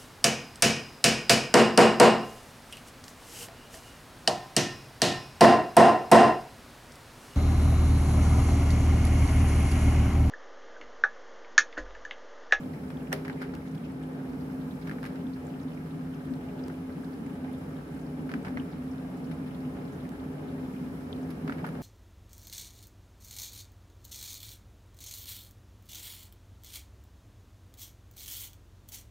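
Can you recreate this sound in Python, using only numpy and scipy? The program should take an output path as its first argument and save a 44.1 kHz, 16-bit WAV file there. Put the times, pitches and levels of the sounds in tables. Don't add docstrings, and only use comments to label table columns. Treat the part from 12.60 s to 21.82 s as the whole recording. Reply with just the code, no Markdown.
import sys
import numpy as np
from scipy import signal
from scipy.io import wavfile
from scipy.ndimage import uniform_filter1d

SR = 44100
rng = np.random.default_rng(int(sys.argv[2]) if len(sys.argv) > 2 else 0)


def unload_audio(sound):
    columns = np.transpose(np.atleast_2d(sound))
    steps = np.round(np.clip(columns, -1, 1) * 32767)
    wavfile.write(sys.argv[1], SR, steps.astype(np.int16))


N = 406602
TIME = np.arange(N) / SR
CUTOFF_HZ = 15800


def from_db(db):
    return 10 ** (np.asarray(db) / 20)


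def rms_one(x):
    return x / np.sqrt(np.mean(x ** 2) + 1e-20)


def at_hz(points, hz):
    known_hz, values = np.transpose(points)
    return np.interp(np.log(hz), np.log(known_hz), values)


def drift(rate_hz):
    step, settle = 40, 2000
    r = np.exp(-2 * np.pi * rate_hz * step / SR)
    white = rng.standard_normal(N // step + settle + 2)
    slow = signal.lfilter([1], [1, -2 * r, r * r], white)[settle:]
    return np.interp(np.arange(N) / step, np.arange(len(slow)), rms_one(slow))


def band(x, low_hz, high_hz):
    return signal.sosfilt(signal.butter(2, [low_hz, high_hz], "band", fs=SR, output="sos"), x + 1e-18)


def resonate(x, hz, width_hz):
    r = np.exp(-np.pi * width_hz / SR)
    feedback = [1, -2 * r * np.cos(2 * np.pi * hz / SR), r * r]
    return signal.lfilter(np.array([1, 0, -1]) * (1 - r * r) / 2, feedback, x + 1e-18)


def fade(x, decay_s):
    return signal.lfilter([1], [1, -np.exp(-1 / (decay_s * SR))], x + 1e-18)


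def follow(x, level_db, smooth_s):
    power = uniform_filter1d(np.mean(x ** 2, axis=0), int(smooth_s * SR) + 1)
    return x / np.sqrt(power + 1e-20) * from_db(level_db)


# f/Hz, coefficient
CORRELATION = [(30, 0.91), (70, 1), (200, 1), (300, 0.85), (640, 0.53), (1400, -0.15), (3000, -0.16),
               (7000, 0.31), (15000, 0.021)]

def stereo(pair, hz):
    alike = np.clip(at_hz(CORRELATION, hz), -.99, .99)
    return np.sqrt(1 + alike) * pair[0] + np.sqrt(1 - alike) * pair[1] * [[1], [-1]]


def noise_bands(spectrum):
    edges = np.geomspace(20, 16500, 25)
    centres = np.sqrt(edges[:-1] * edges[1:])
    power = from_db(at_hz(spectrum, centres)) ** 2 * np.diff(edges) * (edges[1:] > spectrum[0][0])
    white = rng.standard_normal((2, 2, N))
    for k in np.flatnonzero(power):
        noise = stereo(band(white[k % 2], edges[k], edges[k + 1]), centres[k])
        yield centres[k], noise * (np.sqrt(power[k] / power.sum()) / noise.std())


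def driven_modes(modes):
    out, white = np.zeros((2, N)), rng.standard_normal((2, 2, N))
    for k, (hz, width, level_db) in enumerate(modes):
        ringing = resonate(white[k % 2], hz, width)
        ringing = stereo(band(ringing, hz - 1.58 * width, hz + 1.48 * width), hz)
        out += ringing * (from_db(level_db) / ringing.std())
    return out


def ping(peak_db, hz, t60, rise_s):
    age = TIME[:int(2 * t60 * SR) + 2]
    apart = np.arccos(at_hz(CORRELATION, hz)) * rng.choice([-.5, .5])
    phase = rng.uniform(0, 2 * np.pi) + np.array([[apart], [-apart]])
    envelope = (1 - np.exp(-age / rise_s)) * from_db(-60 * age / t60)
    return from_db(peak_db) * envelope / envelope.max() * np.sin(2 * np.pi * hz * age + phase)


def tones(lines, waver_db, wander_hz, left_lead_s=0):
    out = 0
    for hz, level_db in lines:
        cycles = np.cumsum(hz + wander_hz * drift(7.8)) / SR + hz * left_lead_s * np.array([[1], [0]])
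        out = out + np.sqrt(2) * from_db(level_db + waver_db * drift(3.2)) * np.sin(2 * np.pi * cycles)
    return out


# f/Hz, level/dB before each ear's gain
DRIVE_TONES = [(9711, -87), (10331, -86.3)]

def drive_whine():
    return tones(DRIVE_TONES, waver_db=1, wander_hz=2) * from_db([[2.5], [-6]])


# start t/s, end t/s, f/Hz, bandwidth/Hz, level/dB
SHEEN_BANDS = [(0, 3.7, 10800, 1200, -76), (1.65, 2.2, 12400, 1400, -75), (4.082, 7.491, 10700, 900, -74.5),
               (7.491, 9.3, 10600, 300, -76), (7.491, 10, 11350, 350, -79)]

def sheen():
    out = np.zeros((2, N))
    for start, end, hz, width, level_db in SHEEN_BANDS:
        gate = np.clip(np.minimum(TIME - start, end - TIME) / .02, 0, 1)
        noise = band(rng.standard_normal((2, N)), hz - width / 2, hz + width / 2)
        out += gate * from_db(level_db) * rms_one(noise)
    return out


# f/Hz, bandwidth/Hz, relative level/dB
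HISS_PEAKS = [(5270, 1000, -78), (8700, 10700, -72.5), (12300, 1700, -78), (14800, 2500, -97)]
# t/s, level/dB before gain
HISS_ENVELOPE = [(0.0, -68), (1.46, -71.5), (2.13, -67), (2.54, -69.5), (7.98, -70), (8.19, -68),
                 (9.22, -69.5)]

def hiss(gain_db):
    level_db = np.interp(TIME, *np.transpose(HISS_ENVELOPE)) + gain_db + 0.5 * drift(8.4)
    white = rng.standard_normal((2, 2, N))
    peaks = sum(from_db(db) * rms_one(resonate(white[k % 2], hz, width))
                for k, (hz, width, db) in enumerate(HISS_PEAKS))
    return from_db(level_db) * rms_one(peaks)


# t/s, peak level/dB
CLICK_PEAKS = [(0.952, -30.5), (4.083, -30), (7.4922, -32)]

def clicks(decay_s):
    impulses = np.zeros(N)
    for s, peak_db in CLICK_PEAKS:
        impulses[round(s * SR)] = from_db(peak_db)
    return fade(impulses, decay_s)


# f/Hz, bandwidth/Hz, level/dB
STEADY_MODES = [(60.8, 8.8, -58.5), (86, 13, -53.5), (109, 29, -59.5), (298.5, 29.4, -50.5)]

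def steady_resonance():
    return driven_modes(STEADY_MODES)


def patter(per_s, spread_db, decay_s):
    chance = rng.random((8000, 3))
    when, size, _ = chance[chance[:, 2] < per_s * N / SR / len(chance)].T
    energies = from_db(spread_db * np.minimum(-np.log(size), 5)) ** 2
    power = fade(np.bincount((when * N).astype(int), energies, N), decay_s)
    return power / power.mean()


# f/Hz, relative density level/dB
WASH_SPECTRUM = [(22, -10), (60, 10), (200, 2.5), (400, 5.5), (700, 0.5), (1150, 3), (1530, 0.5),
                 (2030, -4), (2700, -8.5), (3550, -13.5), (4700, -18), (6200, -24.5), (11000, -26.5),
                 (15500, -58)]

def wash(level_db, drop_share, narrow_share):
    shower = patter(per_s=800, spread_db=3, decay_s=0.0066)
    out = np.zeros((2, N))
    for hz, noise in noise_bands(WASH_SPECTRUM):
        if hz > 300:
            narrow = patter(per_s=130, spread_db=4 + 1.75 * np.log2(hz / 1000), decay_s=0.0063)
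            impacts = (1 - narrow_share) * shower + narrow_share * narrow
            noise = noise * np.sqrt(1 - drop_share + drop_share * impacts)
        out += noise
    return from_db(level_db) * rms_one(out)


def tub_echoes(x, echo_db, count):
    treble = signal.sosfilt(signal.butter(2, 600, "high", fs=SR, output="sos"), x)
    out = x.copy()
    for k, lag in enumerate((rng.uniform(0.002997, .016, count) * SR).astype(int)):
        out[:, lag:] += (-1) ** k * from_db(echo_db) * treble[:, :-lag]
    return out


# f/Hz, bandwidth/Hz, relative level/dB
CAVITY_MODES = [(347.4, 34, -54), (406.9, 13.1, -52.5), (463, 39, -53), (565.5, 72, -55.5), (710, 65, -59),
                (834.5, 80, -58.5)]
# t/s, relative level/dB
SLOSH_ENVELOPE = [(0, -0.5), (.45, 0), (.85, 3), (.93, 2), (1.03, -3), (1.41, -.5), (1.56, 1.5),
                  (2.21, -1.5), (2.31, 1.5), (2.52, 0.5), (2.6, 2), (2.75, -4.5), (2.87, 3.5), (2.98, -2),
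                  (3.62, -2.5), (4.07, 4), (4.17, -1.5), (4.5, -0.5), (4.85, 0.5), (5.35, -1.5), (5.7, 1.5),
                  (6.08, 0.5), (6.19, -2), (6.6, 0), (7.05, -1), (7.2, 3), (7.5, -1.5), (7.82, 2.5),
                  (8.04, 1.5), (8.18, -2), (8.32, -0.5), (8.42, -2.5), (8.56, 3.5), (8.75, -1), (8.85, 2.5),
                  (9.22, 2.5)]

def sloshing_water():
    slosh_db = np.interp(TIME, *np.transpose(SLOSH_ENVELOPE))
    hollow = follow(driven_modes(CAVITY_MODES), -47 + slosh_db, smooth_s=0.12)
    rush = wash(level_db=-50.88 + 0.2 * slosh_db, drop_share=0.42, narrow_share=0.46)
    return hollow + tub_echoes(rush, echo_db=-17, count=5)


def drops(rows, decay_s, relative_width, top_ratio):
    out, age = np.zeros((2, N + SR)), TIME[:SR // 25]
    for s, peak_db, hz in rows:
        splash = rng.standard_normal((2, len(age))) * age * np.exp(-age / decay_s)
        plop = resonate(resonate(splash, hz, hz * relative_width), hz, hz * relative_width)
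        lowpass = signal.butter(4, min(hz * top_ratio, CUTOFF_HZ), fs=SR, output="sos")
        plop = signal.sosfilt(lowpass, plop)
        start = round(s * SR)
        out[:, start:start + len(age)] += from_db(peak_db) * plop / np.abs(plop).max(axis=1, keepdims=True)
    return out[:, :N]


def droplets(peak_db, spread_db, low_hz, high_hz, count):
    when, size, pitch = rng.random((count, 3)).T
    hz = low_hz * (high_hz / low_hz) ** pitch
    levels_db = peak_db + spread_db * size - 3 * np.log2(hz / low_hz)
    return drops(zip(when * N / SR, levels_db, hz), decay_s=0.0023, relative_width=0.31, top_ratio=1.44)


# t/s, peak level/dB, f/Hz
DRIP_IMPACTS = [(.3691, -46, 3100), (.4703, -46, 2600), (1.1767, -49, 3220), (1.4336, -50, 3040),
                (1.8986, -42, 1460), (2.6658, -50, 3500), (2.7312, -51, 4150), (2.867, -50, 7300),
                (2.9018, -50, 3100), (3.03, -53, 5200), (3.755, -55, 8000), (4.0372, -47, 5050),
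                (4.4433, -51, 3600), (4.663, -54, 7300), (4.928, -52, 11000), (5.9968, -40, 3000),
                (8.527, -36, 3400)]

def drips():
    return drops(DRIP_IMPACTS, decay_s=0.0014, relative_width=0.25, top_ratio=1.3)


# f/Hz, peak level/dB before gain, T60/s
DISH_MODES = [(401, -37.5, 0.67), (535, -32.5, 0.099), (623, -35.5, 0.18), (750, -34, 0.05),
              (1390, -30, 0.024), (1830, -27.5, 0.022), (2760, -30.5, 0.018), (3440, -33, 0.016),
              (5670, -28, 0.0097), (8200, -34.5, 0.014), (11130, -38, .01), (14000, -39, .009)]

def dish_knock(at_s, gain_db):
    out, start = np.zeros((2, N)), round(at_s * SR)
    for hz, peak_db, t60 in DISH_MODES:
        mode = ping(peak_db + gain_db, hz, t60, rise_s=0.0001)
        out[:, start:start + mode.shape[1]] += mode
    return out


# f/Hz, relative density level/dB
SPLAT_SPECTRUM = [(350, -4), (600, -3.5), (850, 0), (1120, -1), (1530, 1.5), (2030, -2), (2700, -9),
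                  (3550, -15.5), (4700, -16), (6200, -27.5), (8200, -37), (10800, -25), (15000, -41)]
# t/s, level/dB, decay/s, tilt/(dB/octave), plop peak level/dB, plop f/Hz
JET_IMPACTS = [(0.3024, -40.5, 0.0028, 0.5, -52, 1500), (0.518, -38, 0.0022, -1, -33, 1600),
               (0.5222, -35, 0.0022, -4, -31, 1690), (.528, -28.5, 0.0026, 5, -25.5, 1880),
               (0.534, -36.5, 0.0037, 5, -35, 1390), (.6487, -37.5, 0.0048, -0.5, -38, 1500),
               (0.6796, -37.5, 0.0015, 3.5, -30, 1700), (0.6971, -36.5, 0.0032, -2, -27, 1770),
               (0.811, -40, .004, -3, -42, 1530), (0.817, -39, 0.002, 2.5, -31, 1440),
               (0.822, -34, .0016, 2.5, -34, 1600), (0.8278, -44, 0.01, 0, -30, 1410),
               (.937, -43, 0.0034, -9, -36, 1400), (1.147, -49.5, .004, 4.5, -49, 1300),
               (2.271, -40.5, .005, 1, -41, 1600), (2.2944, -40, .002, 3, -28, 1600),
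               (2.3112, -41.5, .005, 0, -29, 1700), (2.384, -51, .002, 0, -37, 1600),
               (2.429, -39, 0.0022, 3, -35, 1400), (2.4399, -38, 0.0029, 1, -34, 1400),
               (2.4518, -42, 0.0025, 3.5, -35, 2200), (2.46, -42.5, .006, 3, -43, 1700),
               (2.556, -46.5, 0.0052, 1.5, -47, 1480), (3.737, -48, .001, 5, -45, 3800),
               (4.099, -45, 0.0029, 0, -36, 1400), (4.845, -46, .006, -3, -46, 1900),
               (4.893, -55, .005, 0, -45, 1390), (5.692, -41, .005, 0, -35, 1600),
               (5.7152, -39.5, 0.002, 2, -31, 1540), (5.7380, -36.5, 0.0033, 0.5, -26, 1730),
               (5.847, -37, 0.0057, -0.5, -34, 1600), (5.8674, -38, 0.0037, -5, -37, 1780),
               (5.881, -46, 0.0042, 3, -34, 1650), (5.9716, -36, 0.0039, -3, -26.5, 1960),
               (6.7123, -45.5, 0.0051, 2.5, -40, 1410), (7.166, -47, .005, -2, -44, 1460),
               (8.7021, -47.5, 0.0061, 4.5, -57, 1500), (8.8765, -35.5, 0.0046, -1, -31, 800),
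               (8.8953, -37.5, .003, 1, -24.5, 1410), (8.922, -37, 0.0033, -0.5, -29.5, 1720),
               (8.982, -43.5, .0064, -1, -47, 1490), (9.0414, -41, .004, -6, -28.5, 845),
               (9.0453, -42, 0.0063, 0, -27.5, 1410), (9.064, -49, 0.0043, 6.5, -33, 1420),
               (9.073, -50, 0.006, -2, -33, 1600), (9.0882, -50, .002, 6, -35, 1340),
               (9.152, -50, 0.0083, 0, -38, 1440)]

def jet_splats(rise_s, tail_s, drop_share, stray_count):
    strays = [((k + when) / stray_count * TIME[-1], -52.5, 0.0063, 0.6 * tilt)
              for k, (when, tilt) in enumerate(rng.random((stray_count, 2)))]
    spatter = 1 - drop_share + drop_share * patter(per_s=410, spread_db=0.5, decay_s=0.0017)
    out = np.zeros((2, N))
    for hz, noise in noise_bands(SPLAT_SPECTRUM):
        power, octaves = np.zeros(N), np.log2(max(hz, 700) / 1500)
        for s, level_db, decay_s, tilt_db, *_ in [*JET_IMPACTS, *strays]:
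            start = round(s * SR)
            age = TIME[:min(SR // 12, N - start)]
            burst = (1 - np.exp(-age / rise_s)) * np.exp(-age / decay_s / 2)
            power[start:start + len(age)] += (burst * from_db(level_db + tilt_db * octaves)) ** 2
        tail = from_db(-3 - 2 * octaves) ** 2 * fade(power, tail_s) / (tail_s * SR)
        out += noise * np.sqrt(power * spatter + tail)
    return out


def jet_plops(count, lag_s, gap_s, loss_db, scatter_octaves, t60_cycles):
    out = np.zeros((2, N + SR))
    for s, *_, peak_db, hz in JET_IMPACTS:
        gaps, pitches = rng.uniform(.4, 1.6, count) * gap_s, rng.uniform(-1, 1, count)
        for k in range(count):
            start = round((s + lag_s + gaps[:k].sum()) * SR)
            slap_hz = hz * 2 ** (scatter_octaves * pitches[k] * (k > 0))
            slap = ping(peak_db - loss_db * k, slap_hz, t60_cycles / slap_hz, rise_s=0.00037)
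            out[:, start:start + slap.shape[1]] += slap
    return out[:, :N]


# t/s, half width/s, door level change/dB, tub level change/dB
SPRAY_SURGES = [(.17, 0.024, -7, 1), (.6, .03, -3.5, 2), (1.01, 0.026, -5.5, -3), (1.16, 0.024, -2, 7.5),
                (1.41, .04, 2, 0), (1.71, 0.03, 1.5, -5), (2.01, .055, 3, 2), (2.2, 0.018, -7, -1.5),
                (2.29, 0.02, 1, 4.5), (2.65, 0.022, 7.5, -3), (2.86, 0.035, -1.5, 1),
                (2.82, 0.026, -1.5, -7), (3.08, 0.017, 4, -1), (3.27, .03, -7.5, 1.5), (3.4, 0.025, 3, 6),
                (3.63, .022, -7, -1), (3.72, 0.028, 8.5, -1), (3.85, 0.064, -4, -1.5), (4.04, .03, 5, -5),
                (4.27, 0.05, 2.5, -6), (4.54, .03, -.5, -9), (4.75, 0.028, -8, -.5), (4.87, 0.036, 6, -5),
                (5.06, 0.026, -10, 0.5), (5.27, 0.031, -10, -5), (5.4, .022, -4.5, -0.5),
                (5.77, 0.035, 7, 0.5), (5.86, 0.027, -10, 2.5), (5.97, 0.044, 6.5, -1),
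                (6.12, 0.02, -10, .5), (6.27, 0.065, 3.5, -2.5), (6.73, 0.061, 0, 3.5),
                (7.07, 0.016, 5, 2.5), (7.37, 0.035, -7, -0.5), (7.58, 0.031, -4, -15),
                (7.8, .055, -5.5, -.5), (8.05, 0.022, 6.5, -2), (8.23, 0.016, 7, 1),
                (8.49, .04, -2.5, -7.5), (8.6, 0.032, 4, 1), (8.79, .03, -7.5, -1), (8.88, 0.044, 4, 4),
                (9.07, 0.048, -5, 4.5)]

def spray_surges():
    door_db, tub_db = sum(np.outer(dbs, np.exp(-.5 * np.minimum(((TIME - s) / width_s) ** 2, 20)))
                          for s, width_s, *dbs in SPRAY_SURGES)
    return door_db + 0.8 * drift(16), tub_db + 0.73 * drift(16)


# f/Hz, bandwidth/Hz, relative level/dB
TUB_MODES = [(155.9, 17.5, -43.5), (187, 41, -47)]

def tub_rumble(level_db):
    return follow(driven_modes(TUB_MODES), level_db, smooth_s=0.12)


# f/Hz, relative level/dB
PUMP_TONES = [(258.8, -43)]
# f/Hz, bandwidth/Hz, relative level/dB
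DOOR_MODES = [(241.3, 27.8, -51), (260.6, 17.4, -46)]

def door_drone(level_db, swell_s, throb_s):
    swell_db = np.cos(2 * np.pi * (TIME - 0.76) / swell_s)
    throb_db = 0.67 * np.cos(2 * np.pi * (TIME - 0.088) / throb_s)
    pump = tones(PUMP_TONES, waver_db=2.5, wander_hz=2.634, left_lead_s=0.000075)
    return follow(pump + driven_modes(DOOR_MODES), level_db + swell_db + throb_db, smooth_s=0.075)


def scene():
    door_surge_db, tub_surge_db = spray_surges()
    machine = door_drone(level_db=-39 + door_surge_db, swell_s=1, throb_s=0.29)
    machine += tub_rumble(level_db=-41 + tub_surge_db) + drive_whine()
    water = sloshing_water()
    water += droplets(peak_db=-54.5, spread_db=3.5, low_hz=2570, high_hz=11800, count=80) + drips()
    jets = jet_splats(rise_s=.0006, tail_s=0.02, drop_share=0.46, stray_count=26)
    jets += jet_plops(count=5, lag_s=0.001007, gap_s=.002, loss_db=6.5, scatter_octaves=.25, t60_cycles=8.2)
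    knock = dish_knock(at_s=.528, gain_db=0.5)
    background = steady_resonance() + clicks(decay_s=.00005) + hiss(gain_db=2.5) + sheen()
    return background + water + knock + jets + machine


def record(dry):
    return signal.sosfilt(signal.ellip(12, .1, 80, CUTOFF_HZ, fs=SR, output="sos"), dry)


dry = scene()
out = record(dry)
unload_audio(out)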